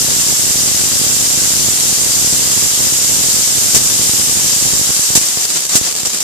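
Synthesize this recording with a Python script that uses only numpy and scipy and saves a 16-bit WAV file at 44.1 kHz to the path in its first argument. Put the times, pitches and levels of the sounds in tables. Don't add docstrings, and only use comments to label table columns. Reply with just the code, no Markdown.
import sys
import numpy as np
from scipy import signal
from scipy.fft import rfft, irfft, next_fast_len
from scipy.io import wavfile
from scipy.ndimage import uniform_filter1d, map_coordinates

SR = 44100
rng = np.random.default_rng(int(sys.argv[2]) if len(sys.argv) > 2 else 0)


def store_wav(level_fs):
    pcm = np.round(np.clip(np.atleast_2d(level_fs), -1, 1) * 32767)
    wavfile.write(sys.argv[1], SR, pcm.T.astype(np.int16))


N = 274743
CREST_HZ, FIRST_CREST_S = 100.054, 0.007


def amp(db):
    return 10 ** (np.asarray(db) / 20)


def unit_rms(x):
    return x / np.sqrt(np.mean(x ** 2, axis=-1, keepdims=True))


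def curve(rows, t):
    return np.interp(t, *np.transpose(rows))


def wobble(rate_hz):
    knots = rng.standard_normal(int(N * rate_hz / SR) + 4)
    return map_coordinates(knots, [np.arange(N) * rate_hz / SR])


def impulses(times_s, gains):
    return np.bincount(np.clip(np.round(times_s * SR).astype(int), 0, N - 1), gains, N)


def hall(x, t60_s):
    t = np.arange(SR // 2) / SR
    paths = amp(-60 * t / t60_s) * rng.standard_normal((2, len(t)))
    return signal.fftconvolve(x, paths / np.linalg.norm(paths[0]), mode="valid", axes=1)


# time_s, level_db
ARC_LEVEL = [(0, -17), (3.74, -16.5), (3.795, -18), (3.84, -16.5), (4.78, -17), (5.03, -17.5), (5.09, -18),
             (5.14, -18.5), (5.206, -19.5), (5.218, -17.5), (5.38, -20.5), (5.442, -18), (5.474, -23.5),
             (5.506, -17.5), (5.526, -21), (5.566, -17), (5.6, -23.5), (5.635, -20.5), (5.686, -27.5),
             (5.696, -20), (5.745, -17), (5.79, -23.5), (5.822, -22), (5.872, -17.5), (5.93, -26),
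             (6.0, -22), (6.048, -26.5), (6.056, -16.5), (6.076, -22), (6.085, -24), (6.133, -24),
             (6.143, -20), (6.198, -25.5), (6.205, -19.5), (6.23, -22.5)]


def hiss():
    full_arc_db, full_tilt_db_per_oct = -17, 0.5
    fade_dulling, spurt_body = 0.32, 0.28
    t = np.arange(N) / SR
    level_db = curve(ARC_LEVEL, t)
    mean_db = uniform_filter1d(level_db, size=int(0.3 * SR))
    tilt_db_per_oct = full_tilt_db_per_oct + fade_dulling * (mean_db - full_arc_db)
    tilt_db_per_oct -= spurt_body * (level_db - mean_db)
    arc = hall(rng.standard_normal((1, N + SR // 2 - 1)), t60_s=0.23)
    diffuse = rng.standard_normal((2, N))
    hz, frames_s, spectrum = signal.stft(amp(-1.5) * arc + diffuse, SR, nperseg=256)
    octaves = np.log2((hz[:, None] + 500) / 7000)
    flicker = uniform_filter1d(rng.standard_normal(spectrum.shape), 6, axis=1)
    flicker = uniform_filter1d(flicker, 10, axis=2)
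    colour_db = octaves * np.interp(frames_s, t, tilt_db_per_oct) + 0.9 * flicker / flicker.std()
    noise = signal.istft(spectrum * amp(colour_db), SR, nperseg=256)[1][:, :N]
    ripple_db = 0.12 * np.cos(2 * np.pi * CREST_HZ * (t - FIRST_CREST_S + 0.0013))
    return unit_rms(noise) * amp(level_db + ripple_db + 0.17 * wobble(rate_hz=30))


def rumble(band_hz=(40, 160), level_db=-50):
    band = signal.butter(2, band_hz, "band", fs=SR, output="sos")
    return amp(level_db) * unit_rms(signal.sosfilt(band, rng.standard_normal(N)))


# start_s, level_db
SNAPS = [(4.965, 0.1), (5.0902, -3.3), (5.1129, -2.3), (5.2137, -2.7), (5.2862, -2.6), (5.3729, -2.9),
         (5.4111, -3.9), (5.4528, 0.6), (5.5036, -3.0), (5.5734, -1.6), (5.593, -3.3), (5.6058, -3.7),
         (5.6231, -4.1), (5.6526, -1.7), (5.6656, -4.3), (5.6957, -3.1), (5.7536, 2.4), (5.7774, -0.7),
         (5.8131, -3.6), (5.913, -2.6), (5.9259, -3.2), (5.9527, -2.6), (5.9639, -2.2), (5.9731, -2.9),
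         (5.9859, -4.1), (6.0018, -5.7), (6.033, -3.4), (6.0729, 0.6), (6.1026, -5.1), (6.1331, -2.2),
         (6.146, -1.4), (6.1729, -3.2), (6.1858, -4.3), (6.2062, -5.3)]


def sparks():
    start_s, level_db = np.transpose(SNAPS)
    when, strength = rng.random((900, 2)).T
    crackle_s = when * N / SR
    crackle_db = curve(ARC_LEVEL, crackle_s) + 7 + 1.9 * strength
    train = impulses(start_s, amp(level_db)) + impulses(crackle_s, amp(crackle_db))
    t = np.arange(SR // 20) / SR
    snap = amp(-21 - 60 * t / 0.048) * rng.standard_normal((2, len(t)))
    snap[[0, 1], [3, 0]] = 1.4
    snap += amp([[-9], [-20]]) * np.exp(-t / 0.00016)
    return signal.fftconvolve(train[None], snap, axes=1)[:, :N]


# start_s, left_gain, right_gain
LOUD_THUMPS = [(0.1984, 0.0, -0.27), (0.3069, 0.28, -0.25), (0.3964, 0.0, 0.3), (0.4271, 0.23, -0.13),
               (0.5071, 0.0, -0.28), (0.6363, 0.0, -0.3), (0.6764, 0.0, -0.31), (0.7168, 0.0, -0.31),
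               (0.807, 0.36, -0.16), (0.8376, -0.21, -0.11), (0.9568, 0.33, -0.11), (1.0153, 0.0, -0.35),
               (1.017, 0, 0.25), (1.0665, 0.0, 0.31), (1.2258, 0.0, 0.27), (1.6061, 0.0, -0.27),
               (1.6866, 0.29, 0.22), (1.9273, 0.1, 0.28), (2.2266, 0.28, 0.0), (2.2465, 0.17, 0.25),
               (2.2758, 0.0, 0.29), (2.3069, 0.23, -0.08), (2.327, 0.2, 0.24), (2.3364, -0.22, -0.09),
               (2.3958, 0.0, 0.27), (2.5766, 0.0, 0.36), (2.6258, 0.28, 0), (2.6365, -0.23, 0.08),
               (2.8055, 0.0, -0.32), (2.8692, 0.0, 0.27), (2.9249, 0.0, -0.34), (3.1948, 0, -0.29),
               (3.2867, 0.26, 0), (3.3443, 0, -0.27), (3.5758, 0.0, -0.27), (3.6651, 0.33, -0.23),
               (3.7462, 0.73, -0.24), (3.7651, -0.35, -0.35), (3.7759, 0.0, 0.29), (3.9952, 0.29, 0.14),
               (4.0163, 0.0, -0.28), (4.0948, 0.29, 0.22), (4.1362, 0.0, -0.32), (4.1967, 0.0, -0.33),
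               (4.3743, 0.0, -0.27), (4.6255, 0.0, -0.33), (4.6547, 0.0, 0.33), (4.6654, 0.0, -0.34),
               (4.7351, 0.4, 0.0), (4.7955, -0.2, 0.48), (4.8144, -0.09, -0.29), (4.8736, 0.0, 0.15),
               (4.8935, 0.0, -0.33), (4.904, 0.0, 0.32), (4.9944, 0.0, 0.31), (5.1046, 0.0, -0.39),
               (5.1358, 0.0, 0.14), (5.1551, 0.0, 0.57), (5.1568, 0, -0.45), (5.1765, 0.0, -0.59),
               (5.2141, 0.0, 0.18), (5.3735, 0.0, -0.27), (5.7543, 0.0, -0.82), (5.7562, 0, 0.35),
               (5.8134, 0.0, 0.41), (6.0336, 0.0, -0.19), (6.0733, 0.0, 0.2)]
# time_s, level_db
WEAK_THUMP_LEVEL = [(0, -12.5), (2.4, -13), (4.75, -14), (5.0, -32), (5.3, -29), (6.23, -39)]


def thumps(rise_s=0.00054, jitter_s=0.00089, highpass_hz=72):
    drive, rarity = (0.044, 1.4), (4, 2)
    start_s, *loud_gains = np.transpose(LOUD_THUMPS)
    crests_s = FIRST_CREST_S + np.arange(int(N / SR * CREST_HZ)) / CREST_HZ
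    strength, offset, polarity = rng.standard_normal((len(crests_s), 6)).T.reshape(3, 2, -1)
    sign = np.sign(signal.lfilter([1], [1, 0.55, 0.45], polarity))
    limit = amp(curve(WEAK_THUMP_LEVEL, crests_s))
    taken = np.abs(crests_s[:, None] - start_s).argmin(axis=0)
    limit[taken] = 0
    trains = []
    for side in range(2):
        weak_gains = sign[side] * limit * np.tanh(drive[side] * strength[side] ** rarity[side])
        weak = impulses(crests_s + jitter_s * offset[side], weak_gains)
        trains.append(impulses(start_s - rise_s, loud_gains[side]) + weak)
    t = np.arange(SR // 25) / SR
    push = t / rise_s * np.exp(1 - t / rise_s)
    pulse = signal.sosfilt(signal.butter(2, highpass_hz, "high", fs=SR, output="sos"), push)
    return signal.fftconvolve(trains, amp(1.0) * pulse[None] / pulse.max(), axes=1)[:, :N]


# start_s, level_db, hold_s, fall_s
FLASHES = [(3.747, -8.5, 0.029, 0.0089), (5.152, -8.5, 0.031, .006), (5.755, -6.5, 0.016, 0.0089)]


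def flashovers(body_hz=900):
    t, envelope = np.arange(N) / SR, np.zeros(N)
    for start_s, level_db, hold_s, fall_s in FLASHES:
        fall = np.clip((t - start_s - hold_s) / fall_s, -20, 20)
        envelope += (t > start_s) * amp(level_db) / (1 + np.exp(fall))
    roar = rng.standard_normal((2, N))
    body = unit_rms(signal.sosfilt(signal.butter(2, body_hz, fs=SR, output="sos"), roar))
    return envelope * (roar + amp([[-19], [-15]]) * body)


# frequency_hz, relative_db
LEFT_COLOUR = [(40, -51), (150, -19), (300, -13.5), (1200, -14.5), (2500, -11.5), (4400, -5), (5300, -1.5),
               (5800, -0.5), (6800, -0.5), (7500, -5.5), (9000, -6), (11000, -9.5), (14500, -13)]
RIGHT_COLOUR = [(40, -60), (150, -20.5), (400, -18.5), (1200, -22.5), (2500, -19.5), (4000, -16),
                (5000, -14.5), (5800, -10), (6600, -5), (7100, -1.5), (7600, -1), (8200, -5.5), (9000, -10),
                (11000, -14), (14500, -18)]


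def port(colour, size=2048):
    frequency_hz, relative_db = np.transpose(colour)
    bins_hz = np.fft.rfftfreq(size, 1 / SR)
    gain = amp(np.interp(np.log(bins_hz + 1), np.log(frequency_hz), relative_db))
    cepstrum = irfft(np.log(gain), size)
    cepstrum[1:size // 2] *= 2
    cepstrum[size // 2 + 1:] = 0
    response = irfft(np.exp(rfft(cepstrum)), size)
    return response / np.linalg.norm(response)


def scene():
    discharge = hiss() + flashovers() + sparks()
    ports = amp(5.5) * np.array([port(LEFT_COLOUR), port(RIGHT_COLOUR)])
    return signal.fftconvolve(discharge, ports, axes=1)[:, :N] + thumps() + rumble()


def record(dry, top_hz=14520):
    rms = np.sqrt(np.abs(uniform_filter1d(dry ** 2, size=900, axis=1)))
    ceiling = np.clip(2.7 * rms, 0.76, 1.05)
    clipped = dry / (1 + np.abs(dry / ceiling) ** 6) ** (1 / 6)
    size = next_fast_len(N)
    passband = np.fft.rfftfreq(size, 1 / SR) < top_hz
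    return irfft(rfft(clipped, size) * passband, size)[:, :N]


dry = scene()
out = record(dry)
store_wav(out)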